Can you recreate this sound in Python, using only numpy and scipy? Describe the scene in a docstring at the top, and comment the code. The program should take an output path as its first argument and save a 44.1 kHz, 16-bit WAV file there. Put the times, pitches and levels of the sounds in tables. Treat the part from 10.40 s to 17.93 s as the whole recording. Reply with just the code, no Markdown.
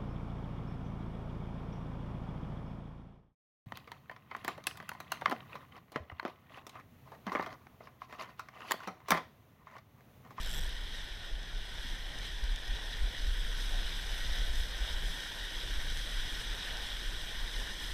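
"""On the deck of a small sailing boat planing in a strong wind, heard by the microphone of a cased camera.
The bow wave rushes along the hull: noise, random pops and ringing bubbles, coloured by the case's resonances.
Wind rumbles on the case as low noise that throbs with the gusts, under a flutter of small eddies.
A ratchet block whirrs in two pulls of the sheet, each tooth a ringing click; waves slap the hull as soft
bursts of filtered noise, and a few drops tick close by as very short ones."""
import sys
import numpy as np
from scipy import signal
from scipy.fft import rfft, irfft
from scipy.io import wavfile
from scipy.ndimage import uniform_filter1d, map_coordinates

SR = 44100
rng = np.random.default_rng(int(sys.argv[2]) if len(sys.argv) > 2 else 0)


def int16_out(signal):
    """Quantize to a 16-bit WAV file."""
    q = np.round(np.clip(np.atleast_2d(signal).T, -1, 1) * 32767)
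    wavfile.write(sys.argv[1], SR, q.astype(np.int16))


N = 332073  # samples
TIME = np.arange(N) / SR  # s
FREQ = np.maximum(np.arange(N // 2 + 1) * SR / N, 1)  # Hz, kept above 0 for logs and ratios

# The boat's speed through the water, told as the relative loudness of the bow wave.
# Each row: time in seconds, flow in dB.
FLOW = [(0.0, -1.2), (0.4, -3.5), (1.02, -5.5), (1.35, -3), (2.15, -3), (2.9, -0.87), (3.7, 0.66),
        (4.35, -0.5), (5.1, 0.1), (5.75, 0.9), (6.35, 0.25), (6.75, 0.2), (7.53, 0)]


def undb(db):
    """Decibels to gain."""
    return 10 ** (np.asarray(db) / 20)


def unit(x):
    """Scale to rms 1."""
    return x / np.sqrt(np.mean(x ** 2))


def curve(table):
    """Rows of (seconds, value) as a value per sample."""
    s, value = np.transpose(table)
    return np.interp(TIME, s, value)


def spectrum(points):
    """Gain per frequency from (Hz, dB) points, joined along a logarithmic frequency axis."""
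    hz, db = np.transpose(points)
    return undb(np.interp(np.log(FREQ), np.log(hz), db))


def shape(x, gain):
    """Filter by a gain per frequency."""
    return irfft(rfft(x) * gain, N)


def resonance(hz, width):
    """Response of one damped mode, gain 1 at its centre."""
    return 1 / (1 + 1j * (FREQ ** 2 - hz ** 2) / (FREQ * width))


def walk(rate):
    """Smooth chance with spread 1 that changes about rate times a second."""
    return unit(shape(rng.standard_normal(N), 1 / (1 + (FREQ / rate) ** 2)))


def swell(s, rise_s, fall_s):
    """A smooth rise to 1 at time s and a smooth fall; each time constant reaches 1/e."""
    age = TIME - s
    steps = age / np.where(age < 0, rise_s, fall_s)
    return np.exp(-np.minimum(steps ** 2, 50))


def case_colour():
    """The case lets sound through best around its resonances; lifts add where they overlap."""
    # Each row: centre in Hz, width in Hz between the points of half the dB lift, lift in dB.
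    case_modes = [(963, 220, 3.0), (1526, 278, 11.5), (1843, 287, 13.5), (2277, 470, 6.5), (2915, 337, 8),
                  (3323, 535, 16.5), (3842, 496, 15), (4294, 320, 8.5), (4982, 570, 11.5), (5490, 465, 9),
                  (6033, 440, 10.5), (7960, 550, 5.5), (8990, 620, 7.5), (11350, 560, 6)]
    return undb(sum(db * np.exp2(-(2 * (FREQ - hz) / width) ** 2) for hz, width, db in case_modes))


def pops(rate, spread_db):
    """Random impulses, rate per second: many small, a few large."""
    chance = rng.random(N)
    size = np.minimum(rng.exponential(size=N), 5)
    sign = rng.choice([-1, 1], N)
    return unit((chance < rate / SR) * undb(spread_db * size) * sign)


def bubbles(count, low_hz, high_hz, cycles, glide, spread_db):
    """Air pockets ring for some cycles and rise in pitch as they surface."""
    out = np.zeros(N)
    for when, pitch, size in rng.random((count, 3)):
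        hz = low_hz * (high_hz / low_hz) ** pitch
        start = int(when * N)
        samples = min(int(2 * cycles * SR / hz), N - start)
        age = np.arange(samples) * hz / SR / cycles  # 1 after the given cycles at the starting pitch
        ring = np.exp(-np.pi * age) * np.sin(2 * np.pi * cycles * age * (1 + glide * age / 2))
        out[start:start + samples] += undb(spread_db * size) * ring
    return unit(out)


def water_levels():
    """dB of rushing foam, churning water and fine spray: all follow the speed; crests throw up foam and spray."""
    # The bow cuts through a crest. Each row: peak in seconds, lift of the foam in dB, lift of the spray in dB.
    crests = [(0.58, 2.5, 2.9), (0.83, 1.5, 0.5), (1.47, 2.2, 2.5), (1.84, 3, 2), (2.33, 2.7, 0),
              (2.53, 1.6, 0.3), (2.77, 1, 0), (3.21, 0.5, 3), (3.5, 1, -0.5), (3.8, 2, 2), (3.96, 2.7, 2.0),
              (4.19, 0.4, 3.5), (4.47, 3.5, 2.1), (4.69, 0.6, 3.5), (4.83, 1.5, 1.6), (5.58, 0.6, 1.6),
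              (5.77, 1.3, 0), (5.98, 1, 1.5), (6.26, 2.5, 0), (6.44, 1, 0.8), (7.2, 1, 2.5), (7.44, 0, 4)]
    churn_per_flow, spray_per_flow = 0.62, 1.64  # dB for each dB of flow: spray grows fastest with speed
    flow = curve(FLOW)
    rush, churn, spray = flow, churn_per_flow * flow, spray_per_flow * flow
    for s, foam_db, spray_db in crests:
        crest = swell(s, rise_s=0.058, fall_s=0.075)
        rush = rush + foam_db * crest
        spray = spray + spray_db * crest
    # each level is set against its own mean power
    rush, churn, spray = (db - 10 * np.log10(np.mean(10 ** (db / 10))) for db in (rush, churn, spray))
    return rush, churn - 0.63, spray


def bow_wave(water_db=-43.5, flicker_db=0.97, surge_db=0.04, patter_db=0.3, gurgle_db=0.83):
    """Foam bursts, bubbles ring and spray patters; each part swells as the hull meets the waves."""
    # Breaking water before the case colours it. 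Each row: frequency in Hz, relative density in dB per Hz.
    water = [(30, -2), (100, 3), (250, -.6), (350, 0), (700, -3), (1200, -6), (2600, -6.5), (4600, -12.5),
             (6700, -14), (10000, -17.5), (12500, -19), (15000, -23)]
    rush, churn, spray = water_levels()
    foam = unit(rng.standard_normal(N) + pops(rate=5000, spread_db=2.5))
    foam = foam + undb(-20.5) * bubbles(
        count=2200, low_hz=400, high_hz=4610, cycles=8.9, glide=0.12, spread_db=11)
    sound = rfft(unit(shape(foam, spectrum(water) * case_colour())))
    surge = surge_db * walk(22)
    patter = patter_db * walk(45)
    octave = np.log2(np.clip(FREQ, 250, 16000) / 250)
    out = 0
    # overlapping bands half an octave apart, each flickering by itself
    for step in np.arange(13) / 2:
        hz = 250 * 2 ** step
        band = irfft(sound * np.maximum(1 - 2 * np.abs(octave - step), 0), N)
        # big pockets of air carry the lows and gurgle unevenly, the finest droplets carry the highs
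        deep = np.interp(hz, [900, 1500], [1, 0])
        fine = np.interp(hz, [3200, 7800], [0, 1])
        db = deep * churn + fine * (spray + patter) + (1 - deep - fine) * rush
        flicker = (flicker_db + deep * gurgle_db) * walk(29)
        out = out + band * undb(db + surge + flicker)
    return out * undb(water_db)


def deck_echo(x, echo_db=-17, lag_s=0.001078, sway_s=0.000255):
    """The deck mirrors the hiss; the path changes as the boat rolls, so the colour drifts."""
    lag = SR * (lag_s + sway_s * walk(0.9))
    echo = map_coordinates(x, [np.arange(N) - lag], order=3, mode="nearest")
    return x + undb(echo_db) * echo


def wind(gust_level_db=-0.4, blow_level_db=-0.7, lull_db=1.4, eddy_db=-56.5, eddy_waver_db=0.4, deep_hz=72):
    """Large vortices shake the case in slow throbs, a few of them hard; small eddies flutter above them."""
    # Strength of the wind on the case.
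    # Each row: time in seconds, rumble in dB before the overall gust level is added.
    gusts = [(0, -36.5), (0.7, -41), (2, -37.5), (3.3, -39.5), (4.1, -35.5), (4.85, -44.5), (5.1, -43),
             (5.28, -37), (6.1, -39.5), (7.53, -40.5)]
    # Single large vortices strike the case. Each row: peak in seconds,
    # length in seconds between the 1/e points, level in dB before the overall blow level is added.
    blows = [(0.236, 0.11, -31.5), (0.938, 0.038, -31.5), (2.045, 0.039, -27.5), (2.323, 0.055, -29),
             (2.635, 0.087, -26), (2.886, 0.1, -25.5), (3.04, 0.087, -30), (3.174, 0.11, -33),
             (3.367, 0.16, -29.5), (3.46, 0.06, -33), (3.911, 0.048, -28), (4.074, 0.17, -28.5),
             (4.2, 0.043, -24.5), (4.427, 0.035, -28), (4.55, 0.098, -31.5), (4.66, 0.098, -31.5),
             (5.375, 0.037, -26), (5.496, 0.17, -33), (6.756, 0.037, -36)]
    # Wind pressure of the large vortices, ahead of the low-pass.
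    # Each row: frequency in Hz, relative density in dB per Hz.
    buffet = [(5, -10.5), (13, -2.5), (25, 0), (35, 5), (50, -8), (65, -13.5), (100, -32), (500, -100)]
    # Flutter of the small eddies. Each row: frequency in Hz, relative density in dB per Hz.
    flutter_colour = [(30, -8), (65, 4.5), (130, -3), (200, -9.5), (400, -24), (3000, -72)]
    eddy_per_flow, eddy_per_gust = 0.35, 0.3  # dB for each dB: it grows with the headwind and in the gusts
    gust, flow = curve(gusts), curve(FLOW)
    vortices = unit(shape(rng.standard_normal(N), spectrum(buffet)))
    # the throbs come and go by chance, except where a large vortex takes over
    power = np.abs(signal.hilbert(vortices)) ** 2
    strength = np.sqrt(uniform_filter1d(uniform_filter1d(power, size=1500), size=1500))
    push = unit(strength) * undb(gust + gust_level_db + lull_db * walk(10))
    for s, length, db in blows:
        push = push + (undb(db + blow_level_db) - push) * swell(s, length / 2, length / 2)
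    # air has inertia, so even a sudden gust stays deep
    throb = shape(unit(vortices / strength) * push, 1 / (1 + (FREQ / deep_hz) ** 6))
    flutter = unit(shape(rng.standard_normal(N), spectrum(flutter_colour)))
    flutter_db = eddy_db + eddy_per_flow * flow + eddy_per_gust * (gust - gust.mean())
    return throb + flutter * undb(flutter_db + eddy_waver_db * walk(3))


def ratchet(scrape_s=0.0017, scrape=0.28, tighten=0.45, scatter=0.008, soft_hz=14500):
    """The pawl drops off each tooth, chatters for an instant and rings, a little higher as the sheet loads the block."""
    # Pulls of the sheet over the block. Each row: start in seconds, length in seconds,
    # teeth a second at first, teeth a second at last, click peak in dB at the mean rate before softening.
    pulls = [(.013, .18, 47, 166, -34), (0.206, 0.087, 152, 55, -37)]
    # Ringing of the pawl. Each row: nominal pitch in Hz, width in Hz (sets the decay), relative level in dB.
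    pawl = [(1800, 200, 2), (3380, 360, 11.5), (5500, 230, 3), (7300, 660, -1), (7750, 320, 4),
            (8800, 520, 0), (10450, 330, -3), (12700, 460, 1), (13500, 600, 1)]
    click_db_per_octave = 1  # faster teeth strike harder
    teeth = []  # (sample, dB)
    for s, length, first, last, db in pulls:
        rate = np.linspace(first, last, int(length * SR))
        force = db + click_db_per_octave * np.log2(rate / rate.mean())
        falls = np.flatnonzero(np.diff(np.floor(np.cumsum(rate) / SR), prepend=-1))
        teeth += [(int(s * SR) + i, force[i]) for i in falls]
    middle = np.mean(teeth, axis=0)[0]
    hz, width, mode_db = np.transpose(pawl)[:, :, None]
    out, age = np.zeros(N), TIME[:SR // 100]
    for i, db in teeth:
        contact = (age == 0) + scrape * rng.standard_normal(len(age)) * np.exp(-age / scrape_s)
        # tighten is the fraction of pitch gained per second
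        pitch = hz * (1 + tighten * (i - middle) / SR + scatter * rng.standard_normal(hz.shape))
        strength = rng.choice([-1, 1], hz.shape) * undb(mode_db)
        ring = strength * np.exp(-np.pi * width * age) * np.sin(2 * np.pi * pitch * age)
        click = np.convolve(contact, ring.sum(0))
        out[i:i + len(click)] += undb(db) * click / np.abs(click).max()
    return shape(out, 1 / (1 + (FREQ / soft_hz) ** 20))


def slaps():
    """A wave meets the hull and churns a pocket of air: noise through a resonance, a thud or a gurgle."""
    # Each row: peak in seconds, length in seconds from the peak to 17 dB below it,
    # level at the peak in dB, pitch in Hz, width in Hz.
    slap_table = [(0.183, 0.071, -47.5, 130, 80), (1.08, 0.15, -60.5, 126, 100),
                  (1.75, .18, -59.5, 620, 550), (2.38, 0.19, -57.5, 600, 600), (2.7, 0.095, -59, 600, 600),
                  (3.36, .1, -54.5, 705, 300), (3.963, 0.063, -56, 650, 600), (4.02, .26, -56, 107, 90),
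                  (4.474, 0.34, -57, 600, 600), (4.69, 0.22, -58, 164, 90), (5.506, .08, -54, 109, 70),
                  (6.352, 0.27, -54.5, 765, 400), (7.23, 0.12, -56.5, 400, 700)]
    out = 0
    for s, length, db, hz, width in slap_table:
        pocket = unit(shape(rng.standard_normal(N), resonance(hz, width) ** 2))
        out = out + undb(db) * pocket * np.exp(-((TIME - s) / length) ** 2 * 2)
    return out


def drops(splat_s=0.0013, width_hz=4500):
    """Single drops splat on the deck by the camera: brief decaying noise, coloured by the case."""
    # Each row: start in seconds, peak in dB, centre in Hz before the case colours it.
    drop_table = [(1.03, -43, 5500), (1.148, -44, 5000), (1.787, -38, 6000), (1.868, -41, 8500),
                  (2.040, -35, 5200), (2.160, -34, 5200), (2.279, -40, 6000), (4.157, -34, 6000),
                  (5.573, -31, 5500), (5.593, -38, 6000), (6.371, -32, 5500)]
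    out, age, colour = np.zeros(N), TIME[:SR // 100], case_colour()
    for s, db, hz in drop_table:
        splat, start = np.zeros(N), int(s * SR)
        splat[start:start + len(age)] = rng.standard_normal(len(age)) * np.exp(-age / splat_s)
        tick = shape(splat, resonance(hz, width_hz) ** 2 * colour)
        out += undb(db) * tick / np.abs(tick).max()
    return out


def scene():
    """Water, wind and deck gear at one microphone."""
    water = deck_echo(bow_wave())
    return (water + wind() + ratchet() + slaps() + drops())[None]


def record(dry, top_hz=15350):
    """The camera cuts the top with a steep low-pass."""
    low_pass = signal.ellip(12, 0.1, 80, top_hz, fs=SR, output="sos")  # 0.1 dB ripple, 80 dB down
    return signal.sosfilt(low_pass, dry)


dry = scene()
out = record(dry)
int16_out(out)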